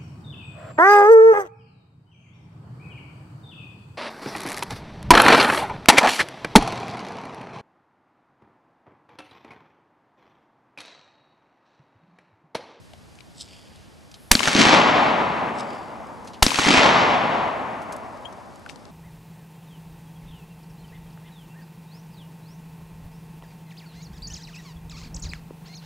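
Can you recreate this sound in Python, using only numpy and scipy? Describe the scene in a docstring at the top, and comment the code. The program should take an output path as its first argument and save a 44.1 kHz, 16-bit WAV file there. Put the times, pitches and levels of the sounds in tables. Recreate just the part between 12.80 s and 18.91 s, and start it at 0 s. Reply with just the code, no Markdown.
"""Two shotgun blasts by bare woods

Each blast is a noise crack on a slow pressure swing, loud enough to overload the input. Near objects
return single slaps; then the woods scatter it as noise into a long roll that the air dulls.
A clay thrower scrapes, rings and rattles before each shot. Handling the gun and shells makes short
ringing knocks, a ping of brass and soft cloth rustles, over far traffic, light air and a quiet hiss."""
import sys
import numpy as np
from scipy import signal
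from scipy.fft import rfft, irfft, next_fast_len
from scipy.io import wavfile
from scipy.ndimage import uniform_filter1d

SR = 44100
rng = np.random.default_rng(int(sys.argv[2]) if len(sys.argv) > 2 else 0)


def file_out(sig):
    """Save sig as 16-bit WAV at sys.argv[1]."""
    # one column per channel
    cols = np.atleast_2d(sig).T
    # limit, then scale
    lim = np.clip(cols, -1, 1)
    pcm = np.round(lim * 32767).astype(np.int16)
    wavfile.write(sys.argv[1], SR, pcm)


N = 269391
TIME = np.arange(N) / SR
STEREO = np.array([[1], [-1]])  # left plus, right minus


def shots():
    """Each shot sends out a blast, then single slaps and the roll of the woods arrive later."""
    # the two shots: t/s, blast level/dB, lead-in level/dB, boom change/dB, brightness/dB per octave
    shot_list = [(1.5148, 3, -14.5, -0.4, 1.17), (3.6273, -2, -6, -3.5, 1)]
    # single reflectors: delay/s, crack level of first shot/dB, of second shot/dB, centre f/Hz,
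    # thump level/dB, left minus right/dB
    reflectors = [(.0370, -2.5, -3.5, 3770, -6.5, 2), (0.046, -33, -22, 3500, -45, -2),
                  (0.0545, -26, -24, 2640, -43, 18), (0.078, -22, -26.5, 2470, -44, 30),
                  (0.09, -20.5, -24, 1010, -44, 24), (.1160, -20, -21, 2190, -41, 27),
                  (0.123, -17.5, -32, 2440, -40, 18), (.1305, -25, -13.5, 3300, -28, -7),
                  (0.141, -11, -38, 1990, -30, .3), (0.16, -2.5, -5.5, 1540, -16, 3),
                  (0.1667, -8.5, -11, 1350, -16, -8), (.2370, -21, -23, 475, -9, -1.5),
                  (.2600, -12, -21, 3000, -26, 0), (0.2855, -6, -5, 2500, -29, 1),
                  (0.301, -7, -5, 3000, -17, 5), (0.3117, -16, -4, 2520, -44, -6),
                  (.3490, -15, -19, 2020, -11, -9), (.3590, -15, -34, 1490, -21, -7)]
    out = np.zeros((2, N))
    for k, (s, blast_db, lead_db, boom_db, tilt_db) in enumerate(shot_list):
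        add(out, s - .004, blast(blast_db, lead_db))
        add(out, s + .004, woods(boom_db, tilt_db))
        for delay, *crack_db, hz, thump_db, pan_db in reflectors:
            # lone trunks at the wood's edge answer shorter
            t60 = 0.014 if delay < .25 else 0.0082
            add(out, s + delay, slap(crack_db[k], hz, thump_db, t60), pan_db)
    return out


def blast(db, lead_db, lead_s=0.0036, hold_s=0.004):
    """Turbulent muzzle crack riding on a suction that swings slowly back; a short lead-in comes first."""
    # colour of the crack: f/Hz, relative level/dB per Hz
    crack_colour = [(180, -19), (300, -9.5), (2450, -4.5), (3560, -9.5), (4430, -3.5), (8250, -14),
                    (11600, -13), (12400, -19), (16100, -45), (22000, -120)]
    t = np.arange(4096) / SR - lead_s
    mid, side, lead_noise = rng.standard_normal((3, len(t)))
    envelope = np.where(t < hold_s, t >= 0, fade(t - hold_s, 0.0061))
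    crack = colour(mid + 0.15 * side * STEREO, crack_colour) * envelope
    suction = -.42 * np.exp(-((t - .002) / .0027) ** 2)
    swing_back = .105 * np.exp(-((t - .014) / .011) ** 2) * np.clip(t / .008, 0, 1)
    # a 900 Hz tone with broad noise, ending where the crack starts
    lead = np.sin(2 * np.pi * 900 * t) + .5 * ring(lead_noise, 3000., 4000.)
    lead = lead * np.clip((t + lead_s) / .001, 0, 1) * (t < 0)
    return undb(db) * crack + suction + swing_back + undb(lead_db) * lead


def slap(crack_db, hz, thump_db, t60):
    """One reflector returns a burst in its own colour and, just behind it, a low thump."""
    # colour shared by all the bursts: f/Hz, relative level/dB per Hz
    burst_colour = [(200, -6), (600, 15), (2000, 8.5), (6000, 9), (9500, -3.5), (12500, -33)]
    t = np.arange(8192) / SR
    noise = colour(rng.standard_normal(len(t)), burst_colour)
    burst = noise * fade(t, t60) * np.minimum(1, t / 0.00062)
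    crack = .5 * burst + 1.82 * ring(burst, hz, 0.38 * hz)
    late = t - .0015
    thump = np.sin(2 * np.pi * 253.0 * late) * fade(late, 0.025)
    return undb(crack_db) * crack + undb(thump_db) * thump


def woods(boom_shift_db, tilt_db):
    """Noise scattered by grass and trees, split into bands that each fade by their loss in air."""
    # level of the scattered sound: delay/s, level/dB
    roll = [(0, -13), (0.033, -21), (.11, -19), (.16, -11.5), (.232, -9.5), (.246, -5.5), (.34, -2),
            (.75, -6.5), (1.6, -23), (2.5, -31)]
    s, level_db = np.transpose(roll)
    n = next_fast_len(int(s[-1] * SR))
    t = np.arange(n) / SR
    broad_db = np.interp(t, s, level_db)
    boom_db = bass_boom_db(t) + boom_shift_db
    hump_db = mid_hump_db(t)
    both, octave = scattered(t, tilt_db)
    boom_hz, boom_oct, hump_hz, hump_oct = 225, 0.76, 831, 0.63  # centres and half widths
    air_db, air_power, air_ease = 16.5, 1.478, 1  # loss at 3 kHz after 1 s, exponents of pitch and delay
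    hiss_db, hiss_top_hz = -37.5, 8500.  # faint treble hiss that follows the level of the roll
    out = 0
    for centre in np.arange(-15, 13) / 3:  # third-octave steps, counted in octaves from 1 kHz
        band = irfft(both * np.clip(1 - 3 * abs(octave - centre), 0, 1), n)
        f = 1000 * 2 ** centre
        boom = np.exp(-(np.log2(f / boom_hz) / boom_oct) ** 2)
        hump = np.exp(-(np.log2(f / hump_hz) / hump_oct) ** 4)
        loss_db = air_db * (f / 3000) ** air_power * t ** air_ease
        hiss = undb(hiss_db) / (1 + (f / hiss_top_hz) ** 8)
        flicker_db = 1.3 * walk(9, n)
        band_db = broad_db + boom * boom_db + hump * hump_db + flicker_db
        out = out + band * undb(band_db) * (undb(-loss_db) + hiss)
    return out


def bass_boom_db(t):
    """Extra bass from the near ground just after the blast, then from the wood's edge all at once."""
    ground_db, ground_s, steady_db = 15, .06, -1.2
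    edge_s, boom_shift_db, rise_s, hold_s, fall_s = 0.227, 11, 0.0069, 0.066, 0.045
    edge = ramp(t, edge_s, rise_s) - ramp(t, edge_s + hold_s, fall_s)
    return ground_db * np.exp(-t / ground_s) + boom_shift_db * edge + steady_db


def mid_hump_db(t):
    """Extra middle pitches that grow as the far stands answer and sink at the end."""
    hump_db, from_s, rise_s, until_s, sink_db_per_s = 6.5, .28, .2, 1.78, 7
    return hump_db * ramp(t, from_s, rise_s) - sink_db_per_s * np.maximum(t - until_s, 0)


def scattered(t, tilt_db):
    """Stereo spectrum of the scattered noise: grainy where trunks answer apart, smooth elsewhere."""
    # colour of the scattered sound: f/Hz, level/dB per Hz
    trunk_colour = [(30, -21), (70, -10), (130, -3.5), (240, 5), (350, -1), (500, -2), (900, -2),
                    (1500, -4.5), (2200, -2), (4000, -4), (7000, -5), (12500, -11.5)]
    # left-right difference against the middle: f/Hz, level/dB
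    wood_width = [(60, -27.5), (190, -11), (350, -11), (630, -15.5), (1130, -4.5), (2040, -5.5),
                  (3680, -11), (6620, -96), (11900, -36)]
    # balance: f/Hz, left minus right/dB
    wood_pan = [(60, -2.5), (110, -0.5), (190, -0.5), (350, -0.5), (630, 1), (1130, 3.5), (2040, 2),
                (3680, 1), (6620, -2.5), (11900, 5)]
    # phase of the middle signal: f/Hz, lead of the left side/radians
    wood_lead = [(60, 0.024), (260, -0.1), (690, -0.91), (1290, 0.17), (3360, -0.82), (4050, 0.21),
                 (5900, 0)]
    n = len(t)
    trunks = grains(420., 2.7, .0008, n)
    clear = .5 * np.exp(-((t - .3) / .22) ** 2)  # share of separate bursts
    texture = np.sqrt(clear * trunks ** 2 + 1 - clear)
    # stands of trees at uneven distances make the roll surge
    surge = undb(3.1 * walk(21.9, n))
    mid, side = rfft(texture * rng.standard_normal((2, n)) * surge)
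    octave = np.log2(np.maximum(np.arange(n // 2 + 1) * SR / n, 1) / 1000)
    hz = 1000 * 2 ** octave
    mid_db = at(trunk_colour, hz) + tilt_db * octave
    mid = mid * undb(mid_db)
    side = side * undb(mid_db + at(wood_width, hz))
    both = mid * np.exp(.5j * STEREO * at(wood_lead, hz)) + side * STEREO
    return both * undb(STEREO * at(wood_pan, hz) / 2), octave


def thrower():
    """The clay scrapes along the arm, louder until it leaves; the arm rings, swings back and rattles out."""
    # swings of the arm: t of the stop/s, scrape and ring level/dB, rattle level/dB
    swings = [(0.614, -37, -52.5), (2.80, -39.5, -51)]
    # colour of the scrape: f/Hz, relative level/dB per Hz
    scrape_colour = [(1290, -50), (2200, -18), (2590, -10), (3270, 3), (3770, 7.5), (4380, 2), (5120, 8.5),
                     (6560, -3.5), (7840, 6), (9700, -7.5), (12000, -19), (15600, -48), (22000, -120)]
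    # ring of the stopped arm: f/Hz, width/Hz, relative level/dB
    arm_ring = (5250., 60., -3)
    arm_hz, arm_width, arm_db = arm_ring
    noise = rng.standard_normal(N) * (1.1 + grains(350., 2.5, .0012, N))
    arm = colour(noise, scrape_colour)
    rattle = ring(ring(noise, 3500.0, 1100.), 2600.0, 1300.0)
    rattle = rattle + 0.94 * ring(noise, 4660.0, 600.) + 0.17 * ring(noise, 6800.0, 740.0)
    out = 0
    for s, level_db, rattle_db in swings:
        t = TIME - s
        # swell before the stop, then a quick and a slow fade
        scrape = (fade(-t, 0.15) * (t < 0) + 1.3 * fade(t, 0.052) + 0.14 * fade(t, 0.67)) * arm
        stop = ring(noise * np.exp(-((t - .008) / .004) ** 2), arm_hz, arm_width)
        shake = fade(t - .13, 0.94) * (t > .13) + np.clip(t / 0.1, 0, 1) ** 1.1 * (t <= .13)
        out = out + undb(level_db) * (scrape + undb(arm_db) * stop / abs(stop).max())
        out = out + undb(rattle_db + 1.0 * walk(34, N)) * shake * rattle / rattle.std()
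    return out


def handling():
    """Short knocks from handling gun and shells, each noise ringing its own band, and a ping of brass."""
    # knocks: t/s, peak level before panning/dB, left minus right/dB, centre f/Hz, t60 of the blow/s
    knocks = [(0.134, -40.5, 10, 2980, 0.017), (.1350, -39, 6, 670, 0.013), (.3536, -46, .3, 5000, .03),
              (0.388, -39, 7, 2600, 0.012), (0.406, -36.5, 11, 2950, 0.016), (0.958, -41, .3, 4600, 0.036),
              (1.314, -41, .3, 4500, 0.039), (1.341, -34, 0, 3760, 0.068), (2.690, -44, .3, 5000, 0.036),
              (3.268, -45, -1, 4500, 0.033), (3.446, -43, 1, 6040, 0.13), (3.473, -35.5, -2, 4340, 0.1),
              (3.534, -36, -1, 3460, 0.065), (3.541, -37, 1, 3000, 0.13), (5.0176, -43, 3, 6000, 0.12),
              (5.1228, -31.5, .3, 5860, 0.064), (5.1637, -34, .3, 7500, 0.027),
              (5.3733, -46, 8, 5000, .015), (5.5254, -47, 11, 5000, 0.036), (5.7579, -39.5, -2, 5000, .015),
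              (5.7953, -47, 7, 7000, .015), (5.862, -28, 5, 1380, 0.014), (5.891, -34, 10, 3500, 0.014),
              (5.8950, -37, 10, 4850, 0.11), (5.8958, -29, 11, 2300, 0.02), (5.9587, -37.5, 9, 4080, 0.012),
              (6.054, -38.5, 15, 4100, 0.011)]
    out, t = np.zeros((2, N)), np.arange(4096) / SR
    for s, db, pan_db, hz, t60 in knocks:
        # width is 0.64 of the centre at 3 kHz; higher knocks ring broader
        width = 0.64 * 3000 * (hz / 3000) ** 1.63
        blow = rng.standard_normal(len(t)) * fade(t, t60) * np.minimum(1, t / 0.00014)
        knock = ring(ring(blow, hz, width), hz, 2 * width) + .08 * ring(blow, 1800., 3000.)
        add(out, s, undb(db) * knock / abs(knock).max(), pan_db)
    # strikes on a shell's brass: t/s, peak level before panning/dB
    strikes = [(5.4504, -43), (5.4547, -33.5)]
    brass = brass_ping(t)
    for s, db in strikes:
        add(out, s, undb(db) * brass / abs(brass).max(), 16)
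    return out


def brass_ping(t):
    """A shell's brass rings in a few fading tones; the pitch rises a little as the contact lets go."""
    # tones of the brass: f/Hz, relative level/dB, t60/s
    tones = [(3260, 4, 0.057), (7200, -17, .05), (9560, -23, .04), (11100, -22, .04)]
    turns = t - .06 * .004 * (1 - np.exp(-t / 0.0033))  # time bent to lower the first moments
    brass = sum(undb(db) * np.sin(2 * np.pi * hz * turns) * fade(t, t60) for hz, db, t60 in tones)
    return brass * np.minimum(1, t / 0.0005)


def cloth():
    """Cloth brushing as the gun moves: soft swells of noise in one band."""
    # brushes: centre t/s, half length/s, level/dB, centre f/Hz, width/Hz
    brushes = [(1.47, 0.12, -60.5, 11000, 2000), (.98, 0.1, -60, 2700, 1500)]
    out = 0
    for s, half, db, hz, width in brushes:
        swell = undb(db + 2.5 * walk(60, N)) * np.exp(-((TIME - s) / half) ** 2)
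        even_level = np.sqrt(SR / np.pi / width)  # makes up for the narrow band
        out = out + swell * even_level * ring(rng.standard_normal(N), hz, width)
    return out


def field():
    """Far traffic, light air and hiss as one coloured stereo noise whose bass wavers."""
    # colour of the background: f/Hz, relative level/dB per Hz
    field_colour = [(15, -50.5), (25, -27.5), (76, -5), (318, -15), (382, -18.5), (676, -17), (1170, -22.5),
                    (1260, -24), (1960, -27), (2410, -28), (3750, -29), (5250, -30), (12400, -39),
                    (16100, -60.5), (22000, -120)]
    # left-right difference against the middle: f/Hz, level/dB
    field_width = [(60, -6), (190, 7), (630, -6.5), (2040, -0.5), (3680, -6), (6620, -48), (11900, -14.5)]
    # broad rise in the hiss: f/Hz, width/Hz, level/dB
    hiss_bump = (4860, 310, -8)
    bump_hz, bump_width, bump_db = hiss_bump
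    mid, side = rng.standard_normal((2, N))
    side = irfft(rfft(side) * undb(at(field_width, np.arange(N // 2 + 1) * SR / N)), N)
    hush = colour(mid + side * STEREO, field_colour)
    bass = signal.sosfilt(signal.butter(2, 300, fs=SR, output="sos"), hush)
    hush = hush + undb(bump_db) * ring(hush, bump_hz, bump_width)
    waver = undb(0.74 * walk(3.7, N)) - 1
    return undb(-48.5) * (hush + bass * waver)


def undb(db):
    """Decibels to a plain factor."""
    return 10 ** (np.asarray(db) / 20)


def at(table, hz):
    """Value of a (Hz, value) table on a log-frequency axis."""
    table_hz, value = np.array(table).T
    return np.interp(np.log(np.maximum(hz, 1)), np.log(table_hz), value)


def colour(x, table):
    """Filter by a (Hz, dB) table, then set the rms to 1."""
    n = x.shape[-1]
    y = irfft(rfft(x) * undb(at(table, np.arange(n // 2 + 1) * SR / n)), n)
    return y / np.sqrt(np.mean(y ** 2))


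def ring(x, hz, width):
    """Two-pole resonance, gain 1 at the centre."""
    hz = min(hz, .45 * SR)
    b, a = signal.iirpeak(hz, hz / width, fs=SR)
    return signal.lfilter(b, a, x)


def fade(t, t60):
    """Silent before 0, then from 1 down by 60 dB in t60 seconds."""
    return (t >= 0) * 10 ** (-3 * np.maximum(t, 0) / t60)


def ramp(t, start, length):
    """0 before start, 1 after start + length."""
    return np.clip((t - start) / length, 0, 1)


def walk(rate, n):
    """Random levels held 1 / rate seconds and smoothed twice; spread near 0.3."""
    k = int(SR / rate)
    steps = np.repeat(rng.standard_normal(n // k + 1), k)
    return 0.39 * uniform_filter1d(uniform_filter1d(steps, k), k)[:n]


def grains(per_s, spread_db, length_s, n):
    """Envelope of short bursts at random moments, of uneven size; rms 1."""
    hit, size = rng.random(n), rng.standard_normal(n)
    k = int(length_s * SR)
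    spikes = (hit < per_s / SR) * undb(spread_db * size)
    env = uniform_filter1d(uniform_filter1d(spikes, k), k)
    return env / np.sqrt(np.mean(env ** 2))


def add(out, s, x, pan_db=0.):
    """Mix a sound in at s seconds; pan_db is left minus right."""
    i = int(s * SR)
    x = (x * undb(STEREO * pan_db / 2))[:, :N - i]
    out[:, i:i + x.shape[1]] += x


def scene():
    """All the sources together: shots, thrower, handling, cloth and background."""
    return shots() + thrower() + handling() + cloth() + field()


def record(dry):
    """The input rounds loud peaks and flattens at full scale; the top is cut."""
    top_hz = 12300
    full = dry / (1 + abs(dry) ** 4) ** (1 / 4)
    cut = signal.sosfilt(signal.ellip(10, .2, 70, top_hz, fs=SR, output="sos"), full)
    return np.clip(cut, -1, 1)


dry = scene()
out = record(dry)
file_out(out)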